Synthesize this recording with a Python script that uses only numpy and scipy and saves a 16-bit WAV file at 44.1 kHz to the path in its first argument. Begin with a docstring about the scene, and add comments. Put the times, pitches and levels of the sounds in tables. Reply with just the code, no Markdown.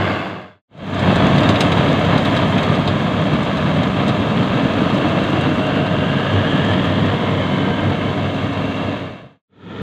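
"""A combine harvester in a rice field

A diesel combine is heard from three places, with fades between them: beside the bagging platform, from
the side as it drives away, and far off. Periodic firings throb in the exhaust, while random impacts of
crop in the threshing drum excite the resonances of sheet-steel panels. Straw crackles, the steel tracks
clank and squeak, and the delay of the ground echo shortens as the machine recedes."""
import sys
import numpy as np
from scipy import signal
from scipy.fft import rfft, irfft
from scipy.io import wavfile
from scipy.ndimage import map_coordinates

SR = 44100
rng = np.random.default_rng(int(sys.argv[2]) if len(sys.argv) > 2 else 0)


def file_out(sig):
    """Save sig as 16-bit WAV at sys.argv[1]."""
    # one column per channel
    cols = np.atleast_2d(sig).T
    # limit, then scale
    lim = np.clip(cols, -1, 1)
    pcm = np.round(lim * 32767).astype(np.int16)
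    wavfile.write(sys.argv[1], SR, pcm)


N = 433045
TIME = np.arange(N) / SR

# The four-cylinder engine sags a little under load. Each row: time in seconds, firing rate in Hz.
FIRING_RATE = [(0, 93.25), (1, 95.34), (6.5, 92.58), (8, 94), (9.82, 90.94)]
# Each entry: strength of one cylinder in dB, in firing order.
CYLINDER_DB = [1, -2, 0.78, -1.6]
# Broad spectrum of the machine from each place. Each row: frequency in Hz, level in dB.
REAR_SPECTRUM = [(35, -43), (50, -35), (75, -23), (95, -9), (130, -8), (700, -16.5), (1500, -27),
                 (3300, -25), (5600, -44.5), (7000, -43), (10000, -62), (15000, -62)]
SIDE_SPECTRUM = [(35, -42), (50, -12.5), (75, -8), (95, 0.5), (200, -1.5), (370, -11.5), (700, -15),
                 (850, -22.5), (2400, -36), (3700, -28.5), (5400, -47), (7500, -51.5), (10500, -66.5),
                 (15000, -67)]
FAR_SPECTRUM = [(35, -30), (70, -7), (100, -0.5), (200, 6.5), (700, -19.5), (1500, -33.5), (3600, -29.5),
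                (5200, -47.5), (7000, -46), (9000, -66), (15000, -64.4)]
# Resonances of pipe, casing and panels facing each place. Each row: centre in Hz, width in Hz, lift in dB.
REAR_MODES = [(191, 52, 5.5), (310, 27, 7), (481, 15, 3), (612, 30, 8), (700, 110, 7), (875, 28, 3.5),
              (1130, 320, 10.5), (1586, 360, 13.5), (2130, 240, 8.5), (2625, 25, 14), (2800, 97, 8),
              (3430, 78, 8.5), (4430, 161, 3.5), (4851, 224, 4.5), (13454, 3200, 6)]
SIDE_MODES = [(148.7, 17, 4), (191.3, 70, 5), (281.3, 90, 7), (354, 20, -1), (463, 190, 1.5),
              (621, 70, 4.5), (713, 26, 3.5), (986, 323, 7), (1245, 272, 8), (1682, 465, 9.5),
              (2214, 550, 10), (2665, 330, 7), (3192, 580, 7), (6000, 185, 5.5), (6470, 414, 5.5),
              (7100, 90, 4), (7300, 990, 4), (8100, 140, 2.5), (8560, 160, 0.5), (9000, 1400, 3.5),
              (13000, 7000, 8)]
FAR_MODES = [(171, 33, 1.6), (437, 94, 3.6), (938, 111, 7.4), (1336, 280, 17.4), (1791, 300, 15),
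             (2212, 172, 7.2), (2500, 110, 7.3), (3350, 758, 7.6)]
# The turning body shades the deepest rumble. Each row: time in seconds, bass gain in dB.
BASS_SHADING = [(1, 0.5), (2.8, 2), (5.7, -2), (8, -2.5), (9.8, 2.5)]
# Wads of crop thump through the drum. Each row: time in seconds, change of the rumble in dB.
WADS = [(1.26, 3), (2.76, -2), (3.35, 2.5), (4.1, 3.5), (4.59, 0.5), (5.75, 1)]
# Tones against the rumble. Each row: time in seconds, then exhaust hum, gear whine and drum drone in dB.
TONE_LEVELS = [(0, -4.5, -29, -18), (.8, -10, -33, -15), (2.8, -12.5, -26, -28), (4.4, -26, -30, -26),
               (5.7, -12.5, -9, -10.5), (6.5, -8.5, -22, -9), (8.7, -7, -19.5, -7), (9.8, -8, -34.5, -15.5)]
# Drone of the shafts and drum. Each row: multiple of the crankshaft speed, relative level in dB.
SHAFT_ORDERS = [(3, 1), (4, -10.5), (6, -0.5), (10, -3), (15, -12.5)]
# The machine drives away and turns its tail. 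Each row: time in seconds, rumble in dB, thresher in dB.
DRIVE_LEVELS = [(1.3, -15, -17.5), (1.9, -17.5, -18), (2.35, -17.5, -18.3), (3, -18.5, -21),
                (4.5, -19.5, -21), (5.3, -18.6, -20), (5.95, -20.5, -22.5), (6.5, -18.5, -20.5),
                (7.8, -20, -23.5), (8.2, -22.5, -24), (8.9, -25.5, -25)]
# Reflection between the panels. Each row: time in seconds, echo gain in dB.
PANEL_REFLECTION = [(.7, -19.5), (5, -18.5), (7, -29), (8.5, -13.5)]
# Lobes of the hood's ring. Each row: centre in Hz, width in Hz, level against the thresher in dB,
# time of passing in seconds, half length in seconds, climb while passing in Hz per second.
HOOD_LOBES = [(232.5, 59, -3, 4.5, 0.41, 2), (302.4, 36, -4.5, 5.2, 0.49, -3),
              (275.7, 27, -5.5, 8.7, 0.61, -4), (997, 160, -9.5, 7.5, 0.51, 2),
              (1656, 150, -10, 6.33, 0.71, 240.5), (1577, 50, -11, 7.74, 0.21, 0),
              (2142, 130, -14.5, 7.6, .7, 49.5), (2804, 150, -14, 6.1, 1.1, 101),
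              (3040, 67, -13.5, 7.65, .38, -4), (3190, 210, -13.5, 6.7, .8, 119),
              (2725, 160, -14.5, 8.8, .6, 2.5)]
# Hard clanks of the tracks and rollers. Each row: start in seconds, level in dB, treble gain in dB.
TRACK_CLANKS = [(.993, -23, -3.5), (1.157, -21, 1), (1.382, -13.5, -5), (1.434, -14, -8), (1.49, -10.5, -5),
                (1.556, -12.5, -14), (1.606, -8.5, 6.5), (1.614, -15, -7), (1.719, -13, -7),
                (2.178, -16, -2), (2.25, -15.5, -1), (2.365, -12.5, -5), (2.581, -13.5, -16),
                (2.63, -18.5, -1), (2.75, -21, -9), (2.876, -13.5, -6.5), (3.57, -20, -5), (3.833, -20, -3),
                (4.08, -20, 2), (4.091, -20.5, -1.5), (5.236, -24, -1), (5.41, -28, 6)]
# Modes of a track link. Each row: frequency in Hz, relative level in dB, time to fall 60 dB in seconds.
LINK_MODES = [(1680, -1, 0.072), (2610, -1, 0.019), (3650, 14, 0.063), (3845, 16, 0.069), (4280, -17, 0.03),
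              (4890, 4, 0.067), (6270, 4, 0.028), (6600, 2, 0.023), (7500, -2, 0.042), (8140, -10, 0.039),
              (9200, -12.5, 0.018)]
# Contact noise of a clank. Each row: frequency in Hz, level in dB.
CRACK_SPECTRUM = [(800, 4.5), (2000, 5.5), (3800, 5.5), (5500, -12.5), (8500, -14), (11000, -31),
                  (15000, -26.5)]

SIDE_FROM_S, FAR_FROM_S = .65, 9.45  # changes of listening place
FADE_OUT_S, PAUSE_S, FADE_IN_S = 0.52, .05, 0.39
REAR_RUMBLE_DB, REAR_THRESHER_DB = -21, -20
FAR_RUMBLE_DB, FAR_THRESHER_DB = -25.5, -27.5
STRAW_DB, TICK_DB, SQUEAK_DB = -29.5, -5.5, -50  # against the thresher
TICK_DB_PER_M = -0.4  # standing crop muffles the ticks further with distance
START_M, DRIVE_M_S, SOUND_M_S = 6.5, 1.4, 343
MACHINE_HEIGHT_M, EAR_HEIGHT_M, GROUND_DB = 0.92, 1.543, -24


def undb(db):
    """Amplitude ratio of a level in decibels."""
    return np.exp(np.asarray(db) * (np.log(10) / 20))


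def unit(x):
    """Normalisation to an rms of 1."""
    return x / np.sqrt(np.mean(x ** 2) + 1e-18)


def curves(table, t):
    """Linear interpolation in time of each column after the first."""
    times, *columns = np.transpose(table)
    return [np.interp(t, times, column) for column in columns]


def drift(t, rate):
    """Smooth noise: a spline through `rate` random points a second, with a spread near 1."""
    points = rng.standard_normal(4096)
    coarse = t[::32]
    return np.interp(t, coarse, map_coordinates(points, [coarse * rate], order=3, mode="mirror"))


def band(x, hz, kind, order=4):
    """Butterworth filter."""
    return signal.sosfilt(signal.butter(order, hz, kind, fs=SR, output="sos"), x)


def colour(x, spectrum, modes=(), size=16384):
    """Minimum-phase filter: resonance peaks stand on a broad spectrum."""
    f = np.maximum(np.arange(size // 2 + 1) * SR / size, 1)
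    hz, db = np.transpose(spectrum)
    peaks_db = sum(lift / (1 + (2 * (f - centre) / width) ** 2) for centre, width, lift in modes)
    gain = undb(np.interp(np.log(f), np.log(hz), db) + peaks_db)
    cepstrum = irfft(np.log(gain))[:size // 2]
    cepstrum[1:] *= 2
    response = irfft(np.exp(rfft(cepstrum, size)))[:size // 2]
    return signal.fftconvolve(x, response)[:len(x)]


def impacts(t, rate, spread_db):
    """Shot noise: independent blows of uneven force, on average `rate` a second."""
    hit = rng.random(len(t)) < rate / SR
    force = undb(spread_db * np.minimum(rng.exponential(size=len(t)), 5))
    return unit(hit * force * rng.standard_normal(len(t)))


def firings(t, wander=.006, scatter_db=2.0, jitter_s=0.00024):
    """Combustion makes a nearly periodic pulse train; returns it and the phase of the cycle (0-1)."""
    cycles = np.cumsum(curves(FIRING_RATE, t)[0] * (1 + wander * drift(t, 5))) / SR
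    onsets = np.flatnonzero(np.diff(np.floor(cycles)))
    strength, lateness = rng.standard_normal((2048, 2))[:len(onsets)].T
    force = undb(np.resize(CYLINDER_DB, len(onsets)) + scatter_db * strength)
    onsets = np.clip(onsets + (jitter_s * SR * lateness).astype(int), 0, len(t) - 1)
    pulses = np.bincount(onsets, force, len(t))
    return unit(pulses - pulses.mean()), cycles % 1


def rumble(t, exhaust, casing):
    """Exhaust pulses and crop tumbling in the drum force the low resonances of the casing."""
    tumbling = impacts(t, rate=9000, spread_db=-0.24)
    low = band(colour(tumbling + exhaust, *casing), 448, "low")
    bass = signal.sosfiltfilt(signal.butter(3, 130, fs=SR, output="sos"), low)
    bass_gain = undb(curves(BASS_SHADING, t)[0])
    return unit(low + (bass_gain - 1) * bass)


def crop_feed(t, surge_db=1, wad_half_s=0.023):
    """Amplitude modulation: crop enters the drum unevenly, now and then in a thick wad."""
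    wads_db = sum(db * np.exp(-((t - s) / wad_half_s) ** 2) for s, db in WADS)
    return undb(surge_db * drift(t, 20) + wads_db)


def tone(t, hz, wander, flutter_db):
    """A sinusoid whose frequency and amplitude waver at random, as under a changing load."""
    cycles = np.cumsum(hz * (1 + wander * drift(t, 9))) / SR
    return unit(np.sin(2 * np.pi * cycles) * undb(flutter_db * drift(t, 11)))


def machine_tones(t):
    """Periodic motion gives spectral lines: shaft drone, exhaust hum and gear whine."""
    hum_db, whine_db, drone_db = curves(TONE_LEVELS, t)
    crank_hz = curves(FIRING_RATE, t)[0] / 2  # two firings a turn
    drone = sum(undb(db) * tone(t, order * crank_hz, wander=.008, flutter_db=2.5)
                for order, db in SHAFT_ORDERS)
    hum = tone(t, hz=98.9, wander=0.01534, flutter_db=-4.0)
    whine = tone(t, hz=628, wander=.009, flutter_db=1.5)
    return undb(hum_db) * hum + undb(whine_db) * whine + undb(drone_db) * unit(drone)


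def thresher(t, exhaust, firing_phase, surge, knock_db, casing):
    """Impact excitation: grain and stalks pelt the panels, and diesel knock adds a burst per firing."""
    knock = unit(np.exp(-firing_phase / 0.45) * rng.standard_normal(len(t)))
    pelting = impacts(t, rate=10000, spread_db=1.0) * undb(.5 * drift(t, 45))
    pelting *= surge ** 0.42  # follows the feed only in part
    clatter = colour(pelting + undb(knock_db) * knock + undb(-3) * exhaust, *casing)
    return unit(band(band(clatter, 391, "high"), 4800, "low", order=8))


def straw(t, casing):
    """Sparse impulses of dry straw crackle over the broadband hiss of the cleaning fan."""
    crackle = impacts(t, rate=700, spread_db=0.5) * undb(-6.5 + 3 * drift(t, 30))
    hiss = rng.standard_normal(len(t))
    return unit(band(colour(crackle + hiss, *casing), 4710, "high", order=8))


def harvester(gain, rumble_db, thresher_db, casing, exhaust_db, knock_db):
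    """Source and filter: engine, drum and straw sound through one casing (its spectrum and modes)."""
    audible = gain > 0
    t = TIME[audible]
    pulses, firing_phase = firings(t)
    exhaust = undb(exhaust_db) * pulses
    low = rumble(t, exhaust, casing)
    surge = crop_feed(t)
    low = (low + machine_tones(t)) * surge
    high = thresher(t, exhaust, firing_phase, surge, knock_db, casing)
    high += undb(STRAW_DB) * straw(t, casing)
    out = np.zeros(N)
    out[audible] = (gain * undb(rumble_db))[audible] * low + (gain * undb(thresher_db))[audible] * high
    return out


def fade(start_s, end_s):
    """Square-law gain that opens after one change of place and closes before the next."""
    opening = np.clip((TIME - start_s - PAUSE_S / 2) / FADE_IN_S, 0, 1)
    closing = np.clip((end_s - PAUSE_S / 2 - TIME) / FADE_OUT_S, 0, 1)
    return (opening * closing) ** 2


def receding_gain():
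    """Amplitude envelope of the thresher as it drives away, zero at other times."""
    return fade(SIDE_FROM_S, FAR_FROM_S) * undb(curves(DRIVE_LEVELS, TIME)[1])


def distance(t):
    """Metres from the listener to the machine, which recedes at uniform speed."""
    return START_M + DRIVE_M_S * np.maximum(t - SIDE_FROM_S, 0)


def panel_echo(x, lag_ms):
    """Comb filtering: a short, constant bounce between steel walls ripples the spectrum."""
    echo = np.interp(TIME - lag_ms / 1000, TIME, band(x, 500, "high", order=1))
    return x + undb(curves(PANEL_REFLECTION, TIME)[0]) * echo


def ground_echo(x):
    """Two-path interference: the bounce off the field lags less with distance, so its comb climbs."""
    lag_s = 2 * MACHINE_HEIGHT_M * EAR_HEIGHT_M / distance(TIME) / SOUND_M_S
    echo = np.interp(TIME - lag_s, TIME, band(x, 5000, "low", order=1))
    return x + undb(GROUND_DB) * echo


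def gliding_band(x, hz, width):
    """Heterodyne band-pass whose centre moves from sample to sample."""
    carrier = np.exp(2j * np.pi * np.cumsum(hz) / SR)
    return np.real(carrier * band(x * carrier.conj(), width / 2, "low", order=2))


def hood_ring():
    """Directivity: straw rings the tail hood, and each mode swells as its lobe sweeps the listener."""
    blows = impacts(TIME, rate=4000, spread_db=1.5)
    ring = 0
    for hz, width, db, passing_s, half_s, climb in HOOD_LOBES:
        off_axis = (TIME - passing_s) / half_s
        if climb:
            mode = gliding_band(blows, hz + climb * 2 * half_s * np.tanh(off_axis / 2), width)
        else:
            mode = band(blows, [hz - width / 2, hz + width / 2], "bandpass", order=2)
        ring += unit(mode) * undb(db) / (1 + off_axis ** 2)
    return ring * receding_gain()


def clank(treble_db, crack_db=5.0, contact_s=0.0034, crack_t60_s=0.077):
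    """Free vibration: a brief scraping contact cracks and excites the damped modes of a steel link."""
    t = TIME[:SR // 8]
    hz, db, t60 = np.transpose(LINK_MODES)
    detune = 1 + 0.0089 * rng.standard_normal(len(hz))
    decays = np.exp(-np.log(1000) * np.outer(1 / t60, t))
    response = undb(db) @ (np.sin(2 * np.pi * np.outer(hz * detune, t)) * decays)
    contact = rng.standard_normal(len(t)) * np.exp(-t / contact_s)
    ring = signal.fftconvolve(contact, response)[:len(t)]
    burst = rng.standard_normal(len(t)) * np.exp(-np.log(1000) * t / crack_t60_s)
    crack = colour(burst, CRACK_SPECTRUM, size=512)
    sound = unit(unit(ring) + undb(crack_db) * unit(crack))
    tilt = [(3800, 0), (8500, treble_db), (12000, treble_db / 2 - 4.5)]
    return undb(-19.0) * colour(sound, tilt, size=512)  # peak near 1


def tracks(links_per_s, scatter_db, tick_treble_db):
    """Steel impacts: hard clanks stand over the light, uneven tick of links passing the sprocket."""
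    blows = [(s, undb(db), treble_db) for s, db, treble_db in TRACK_CLANKS]
    envelope = receding_gain()
    for link, (lateness, force) in enumerate(rng.standard_normal((80, 2))):
        s = SIDE_FROM_S + (link + .25 * lateness) / links_per_s
        if SIDE_FROM_S < s < FAR_FROM_S:
            tick_db = TICK_DB + TICK_DB_PER_M * distance(s) + scatter_db * force
            blows.append((s, envelope[int(s * SR)] * undb(tick_db), tick_treble_db))
    out = np.zeros(N)
    for s, gain, treble_db in blows:
        sound = gain * clank(treble_db)
        start = int(s * SR)
        out[start:start + len(sound)] += sound
    return out


def roller_squeaks(spread_db):
    """Friction: the dry rollers chirp faintly on three high notes that come and go."""
    notes = 0
    for hz in (7230, 8130, 8560):
        note = tone(TIME, hz, wander=.012, flutter_db=-3.0)
        notes += note * undb(spread_db * np.minimum(drift(TIME, 22), 2.2))
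    roughness = 1 + .8 * drift(TIME, 350)
    return unit(notes * roughness) * receding_gain() * undb(SQUEAK_DB)


def scene():
    """Superposition of the sources at three listening places, one after another."""
    rear = harvester(fade(-np.inf, SIDE_FROM_S), REAR_RUMBLE_DB, REAR_THRESHER_DB,
                     (REAR_SPECTRUM, REAR_MODES), exhaust_db=-12, knock_db=-4.0)
    side = harvester(fade(SIDE_FROM_S, FAR_FROM_S), *curves(DRIVE_LEVELS, TIME),
                     (SIDE_SPECTRUM, SIDE_MODES), exhaust_db=-17, knock_db=-18.5)
    far = harvester(fade(FAR_FROM_S, np.inf), FAR_RUMBLE_DB, FAR_THRESHER_DB,
                    (FAR_SPECTRUM, FAR_MODES), exhaust_db=-14.5, knock_db=-14)
    side = ground_echo(panel_echo(side, lag_ms=1.847))
    running_gear = tracks(links_per_s=9.0, scatter_db=4, tick_treble_db=-0.5)
    running_gear += roller_squeaks(spread_db=9)
    return (rear + side + hood_ring() + running_gear + far)[None]


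def record(dry):
    """Band limiting: a steep elliptic low-pass removes the treble above 15.5 kHz."""
    return signal.sosfilt(signal.ellip(10, .2, 70, 15500, fs=SR, output="sos"), dry)


dry = scene()
out = record(dry)
file_out(out)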